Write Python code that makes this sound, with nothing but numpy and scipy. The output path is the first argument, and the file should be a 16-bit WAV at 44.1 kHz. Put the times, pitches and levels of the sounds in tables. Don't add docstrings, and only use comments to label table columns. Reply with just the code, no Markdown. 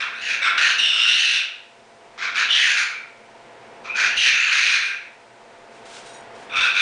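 import sys
import numpy as np
from scipy import signal
from scipy.fft import rfft, irfft
from scipy.io import wavfile

SR = 44100
rng = np.random.default_rng(int(sys.argv[2]) if len(sys.argv) > 2 else 0)


def boost(x):
    u = np.asarray(x, float) / 20
    return 10 ** u


def log_audio(samples):
    frames = np.atleast_2d(samples).T
    limited = np.clip(frames, -1, 1)
    pcm = np.round(limited * 32767).astype(np.int16)
    wavfile.write(sys.argv[1], SR, pcm)


N = 300310


def evened(x):
    return x / np.sqrt(np.mean(x ** 2) + 1e-20)


def read(points, hz):
    f, value = np.transpose(points)
    return np.interp(np.log(hz + 1), np.log(f + 1), value)


def over(rows, t):
    s, *columns = np.transpose(rows)
    return [np.interp(t, s, column) for column in columns]


def coloured(x, points):
    gain = boost(read(points, np.fft.rfftfreq(len(x), 1 / SR)))
    return evened(irfft(rfft(x) * gain, len(x)))


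def wander(n, hz):
    return evened(signal.lfilter(*signal.butter(2, hz, fs=SR), rng.standard_normal(n)))


def resonate(x, hz, width):
    turn = np.exp(2j * np.pi * np.cumsum(hz) / SR)
    r = np.exp(-np.pi * width / SR)
    smooth = signal.lfilter([1], np.convolve([1, -r], [1, -r]), x / turn)
    return evened((turn * smooth).real)


def swell(t, start, rise, hold, fade_db_per_s):
    rise_db = 14
    u, rise = t - start, max(rise, 1e-3)
    climb = -rise_db * np.clip(1 - u / rise, 0, 1)
    fade = fade_db_per_s * np.maximum(u - rise - max(hold, 0), 0)
    return np.where(u < 0, -200., climb - fade)


def strokes(rows, t, fade_db_per_s):
    return sum(boost(db + swell(t, s, rise, hold, fade_db_per_s)) for s, rise, hold, db in rows)


# (time [s], throat [Hz], main [Hz], gape [0-1], pinch [0-1])
TRACT = [(0, 1566, 2510, .3, 0.13), (.12, 1415, 2290, 0.1, 0), (.23, 1845, 2700, 1, 0.2),
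         (.4, 1540, 2364, 0.3, 0.29), (.46, 1500, 2374, 0, 0.11), (.56, 1480, 2430, 0, 0.05),
         (.6, 1700, 2664, 0.74, 0.01), (.76, 1574, 2733, 0.8, 0.25),
         (0.812, 1610, 2884, 0.26, 0.81), (.99, 1374, 2788, 0.022, 0.7), (1.221, 1850, 2804, 0.74, 0.49),
          (1.442, 1530, 2690, 0.25, 0.49),
         (2.16, 1380, 2240, 0.19, 0.09), (2.311, 1410, 2384, 0.12, 0.055),
          (2.37, 1594, 2540, 0.95, 0.0072), (2.459, 1585, 2500, 0.49, 0.055),
          (2.492, 1740, 2994, 0.036, .9), (2.549, 1745, 3020, .25, 0.44), (2.591, 1910, 2764, 0.51, 0.062),
          (2.769, 1573, 2393, 1, 0.05), (2.978, 1434, 2315, 0.92, 0.43),
         (3.83, 1190, 2380, 0.85, 0.013), (3.885, 1280, 2378, 0.42, 0.031), (3.905, 1350, 2420, 0.43, 0.78),
         (3.939, 1400, 2515, 0.18, 0.61), (3.958, 1525, 2500, 0.98, .02), (4.042, 1594, 2390, 0.82, .02),
         (4.14, 1740, 2885, 0.39, .15),
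         (4.171, 1770, 2840, 0.65, .9), (4.22, 1760, 2862, 0.47, 0.55), (4.27, 1715, 2607, 0.42, 0.18),
        (4.339, 1630, 2500, 0.31, 0.47), (4.418, 1675, 2664, 0.92, 0.33), (4.549, 1624, 2555, 0.93, 0.2),
        (4.769, 1640, 2415, 0.64, 0.22), (4.979, 1527, 2370, 0.41, 0.35),
         (6.482, 1280, 2392, 0.11, .3), (6.578, 1374, 2474, 0.077, 0.25), (6.66, 1490, 2501, 0.12, 0.22),
        (6.718, 1505, 2553, .15, 0.45), (6.81, 1460, 2405, 0.22, 0.28)]
SHUT_HZ = [3500, 5200, 8000]
OPEN_HZ = [4150, 6400, 9250]


def vocal_tract(start, rise, hold, effort_db, bright_db, ring_db, hiss_db, top_db, tongue):
    fade_db_per_s, dulling, treble_lead = 151.5, 0.77, .25
    throat_db, pinched_db, whistle_share = 3.0, -23.5, .7
    beak_db, beak_follows, rasp_db, rasp_follows = -1.53, 0.44, 14, 1
    t = start + np.arange(0, .7, 1 / SR)
    shape = swell(t, start, rise, hold, fade_db_per_s)
    throat, main, gape, pinch = over(TRACT, t)

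    high = bright_db + np.where(t > start + rise, dulling, -treble_lead) * shape
    low = throat_db + pinched_db * pinch
    mid = ring_db + beak_db + beak_follows * high
    rasp = hiss_db + rasp_db + rasp_follows * high + .5 * pinched_db * pinch
    levels = effort_db + shape, low, mid, high, rasp

    lifts = (0, tongue, tongue)
    beak, upper, top = (shut + (wide - shut) * (gape + lift)
                        for shut, wide, lift in zip(SHUT_HZ, OPEN_HZ, lifts))
    whistling = np.clip(whistle_share * pinch, 0, .9)
    return t, levels, (throat, main, beak, upper, top), top_db - 17, whistling


# (start [s], rise [s], hold [s], effort [dB], brightness [dB])
SYLLABLES = [(0, 0.0013, 0.025, -26, -14), (.1, 0.076, 0.055, -36.5, -12),
             (0.211, 0.089, 0.032, -22, -10.5), (0.415, 0.015, 0.044, -19, -11.5),
             (0.574, 0.0064, 0.13, -20, -9), (.775, 0.013, 0.3, -18, -7.5), (1.058, 0.022, 0.28, -20, -6),
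             (2.176, 0.049, 0.036, -28, -11), (2.343, 0.027, 0.046, -22, -9),
             (2.437, 0.0091, 0.028, -33.5, -20), (2.486, .021, 0.047, -18, -11),
             (2.55, 0.007, 0.17, -23, -3.5), (2.738, 0.048, 0.026, -24, -4.5),
             (2.87, 0.026, 0.059, -33, -16), (3.838, 0.023, 0.014, -36, -13),
             (3.891, 0.0063, 0.023, -24.5, -44), (3.947, 0.047, 0.075, -21, -9),
             (4.159, 0.017, 0.11, -17.5, -7), (4.32, 0.013, 0.16, -19.5, -8), (4.5, 0.023, 0.24, -21, -5.5),
             (4.817, 0.014, 0.061, -25.5, -11.5), (6.494, 0.044, .021, -24.5, -21),
             (6.552, 0.02, 0.095, -18.5, -14), (6.732, .03, 0.054, -19, -13.5)]
CLARITY = [0, .4, .25, .15, .2, .3, .15, .15, 0, .9, 0, .2, .15, .7, .4, .9, .5, .1, 0, 0, .3, .5, .5, .35]
# (beak ring [dB], rasp [dB], top resonance [dB], tongue lift [0-1])
COLOUR = [(2.3, 2.5, 2.5, .05), (4.5, -3, 3, .05), (-1.3, 4.2, -0.5, 0.3), (2.5, -4.8, 3, 0.06),
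          (2.7, 2.5, -0.5, .15), (1, 1.4, -1.7, 0), (2.5, 2.9, 0, 0), (3.5, 5, -9, .05), (3, 2.3, -1, .15),
          (17, -1, 1, .15), (6, 5.5, -7, 0.3), (-1.5, 0.5, -0.5, 0.26), (-0.5, 2.2, 2, .05),
          (-14, -4.5, -1, 0), (-0.5, 4.5, -2, 0), (-5, -8, 0, .05), (-5.5, 4.3, -2.5, 0.1),
          (0.4, 5.5, -2.5, .25), (-2, -3, -8, 0.2), (2, 1.2, -0.3, 0), (-4.5, 0.5, 2, .05), (5.5, 1, 3, .3),
          (3.5, 5, 2.5, .3), (7, 4.5, 0, 0.59)]
WIDTHS = [370, 513, 437, 496, 695]
# (frequency [Hz], density [dB per Hz])
RASP = [(290, -70.5), (500, -3.5), (1140, -25), (1540, 1.5), (2330, 8), (2840, 3), (3340, 5), (6400, -5),
        (9910, -33), (12900, -53), (21800, -120)]


def squawk(row, clarity, colour):
    t, levels, resonances, top_db, lock = vocal_tract(*row, *colour)
    effort, low, mid, high, rasp = levels
    n = len(t)
    narrowing, steady_whistle = .55, .35
    widths = np.multiply(WIDTHS, 1 - narrowing * clarity)
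    lock = lock + (1 - lock) * steady_whistle * clarity

    shake = 0.0843 * (1 - clarity) * (1 - lock)
    throat, main, beak, upper, top = (hz * (1 + shake * wander(n, 133.5)) for hz in resonances)

    beats_hz, breath = 800, .55
    beats = (rng.random(n) < beats_hz / SR) * boost(2.0 * rng.standard_normal(n))
    drive = evened(beats - beats.mean()) + breath * rng.standard_normal(n)
    drive *= boost(0.43 * np.clip(wander(n, 260), -3, 1.5))

    slip, flutter_db = .015, 4
    phase = 2 * np.pi * np.cumsum(main * (1 + slip * wander(n, 101.0))) / SR
    flutter = boost(flutter_db * np.clip(wander(n, 150), -3, 1.2))
    whistle = flutter * (np.sin(phase) + 0.017 * np.sin(2 * phase))

    voice = np.sqrt(1 - lock) * resonate(drive, main, widths[1]) + np.sqrt(lock) * evened(whistle)
    voice -= boost(low) * resonate(drive, throat, widths[0])
    voice -= boost(mid - 2.0) * resonate(drive, beak, widths[2])
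    voice += boost(high - 8.0) * resonate(drive, upper, WIDTHS[3])
    voice -= boost(high + top_db) * resonate(drive, top, WIDTHS[4])
    voice += boost(rasp - 9) * coloured(drive, RASP)
    return round(t[0] * SR), boost(effort - 3.5) * voice * signal.windows.tukey(n, 360 / n)


def cockatoo():
    bird = np.zeros(N)
    for start, sound in map(squawk, SYLLABLES, CLARITY, COLOUR):
        bird[start:start + len(sound)] += sound[:N - start]
    return signal.sosfilt(signal.butter(4, 850, "high", fs=SR, output="sos"), bird)


# (frequency [Hz], decay by 60 dB [s])
ROOM = [(700, 1), (1500, 0.42), (1900, 0.66), (2350, 0.5), (2900, 0.56), (5000, 0.49), (9000, 0.34)]


def room(x):
    taps = np.zeros(SR)
    at = np.arange(300, SR - 20, 20)
    taps[at + rng.integers(0, 20, len(at))] = rng.choice([-1., 1.], len(at))
    hz, t, z = signal.stft(taps, SR, nperseg=256)
    decay = boost(-60 * t / read(ROOM, hz)[:, None])
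    tail = signal.istft(z * decay, SR, nperseg=256)[1]
    return signal.fftconvolve(x, tail / np.linalg.norm(tail))[:N]


# (start [s], end [s], drop [dB])
DUCK = [
    (.6, 1.404, -19.5),
    (2.41, 2.76, -10),
    (4.15, 4.25, -12),
    (4.25, 4.964, -7.5),
    (6.56, 6.81, -7),
]


def gain_db():
    first_db, full_db, recovery_s, step = -56.5, -41, 1.666, .01
    t, level = np.arange(0, N / SR + step, step), [first_db]
    pull = sum(drop / (end - start) * ((t >= start) & (t < end)) for start, end, drop in DUCK)
    for p in pull[:-1]:
        level.append(level[-1] + step * (p + (full_db - level[-1]) / recovery_s))
    return np.interp(np.arange(N) / SR, t, level)


# (frequency [Hz], density [dB per Hz])
HUSH = [(15, -33), (25, -14), (75, -25.5), (124, -12), (176, -18), (226, -8), (276, -13), (492, -3),
        (616, -7.5), (681, -5.5), (771, -6.5), (919, -4), (1120, -11.5), (2210, -13.5), (9910, -45.5),
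        (12900, -65.5), (21800, -120)]
# (frequency [Hz], level [dB])
HUM = [(118.4, -64), (226.1, -59), (328.4, -73.5), (376.8, -58.5), (506.0, -56.5), (683.7, -46.5),
       (807.5, -61.5)]
# (frequency [Hz], density [dB per Hz])
FEATHER = [(590, -41), (1000, -15), (1540, 2), (1730, -13), (2510, -4), (5730, -8.5), (9910, -15.5),
           (12900, -57.5), (21800, -120)]


def background():
    t = np.arange(N) / SR
    air = boost(-43.5) * coloured(rng.standard_normal(N), HUSH)
    hum = np.zeros(N)
    for hz, db in HUM:
        level = boost(db - 1.0 + 0.28 * wander(N, 11))
        hum += level * np.sin(2 * np.pi * hz * t + 0.95 * wander(N, 4.2))
    hiss = boost(-59.0) * coloured(rng.standard_normal(N), FEATHER)
    return boost(gain_db() + 50.5) * (air + hum) + hiss


# (time [s], level [dB])
THUMPS = [(.62, -61), (1.13, -53), (1.33, -56), (2.49, -58), (2.56, -54), (4.05, -56), (4.17, -48),
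          (4.31, -48.5), (4.78, -59), (6.58, -45)]


def low_thumps():
    t = np.arange(N) / SR
    shape = sum(boost(db) * np.exp(-((t - s - .02) / .022) ** 2) for s, db in THUMPS)
    return shape * evened(signal.lfilter(*signal.butter(1, 45, fs=SR), rng.standard_normal(N)))


# (start [s], rise [s], hold [s], level [dB])
RUSTLE = [
    (5.7, 0.027, 0.066, -56.5),
    (5.85, .006, 0.045, -49),
    (5.9, .05, .04, -44),
    (6.05, 0.011, .012, -49),
    (6.125, 0.0062, 0.019, -61.5),
    (6.335, 0.022, 0.074, -52.5),
]


def rustle():
    grain = rng.standard_normal(N) * boost(.8 * wander(N, 120))
    return strokes(RUSTLE, np.arange(N) / SR, 130) * coloured(grain, FEATHER)


# (start [s], rise [s], hold [s], level [dB])
JINGLE = [
    (5.91, .021, .012, -59),
    (6.05, .012, .11, -53),
    (6.127, .012, .075, -60),
]
# (frequency [Hz], level [dB], free decay by 60 dB [s], not used)
BELL = [(3828, -5, 0.34), (5755, -7, 0.8), (6800, -7.5, 0.67), (8236, -9, 0.9), (8495, -12, 5.0),
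        (9555, -9, 5.0)]


def toy_bell():
    chatter = rng.standard_normal(N) * (rng.random(N) < 900 / SR)
    rings = sum(boost(db) * resonate(chatter, np.full(N, hz), 110) for hz, db, t60 in BELL)
    return strokes(JINGLE, np.arange(N) / SR, 400) * rings


def scene():
    bird = cockatoo()
    return (bird + boost(-2.0) * room(bird) + background() + low_thumps() + rustle() + toy_bell())[None]


def roll_off(x):
    return signal.sosfilt(signal.butter(12, 10060, fs=SR, output="sos"), x)


def record(dry):
    rounded = .75 * np.tanh(dry / .75)
    cut = signal.firwin(511, 10000, window=("kaiser", 9), fs=SR)
    return roll_off(signal.oaconvolve(rounded, cut[None], "same"))


dry = scene()
out = record(dry)
log_audio(out)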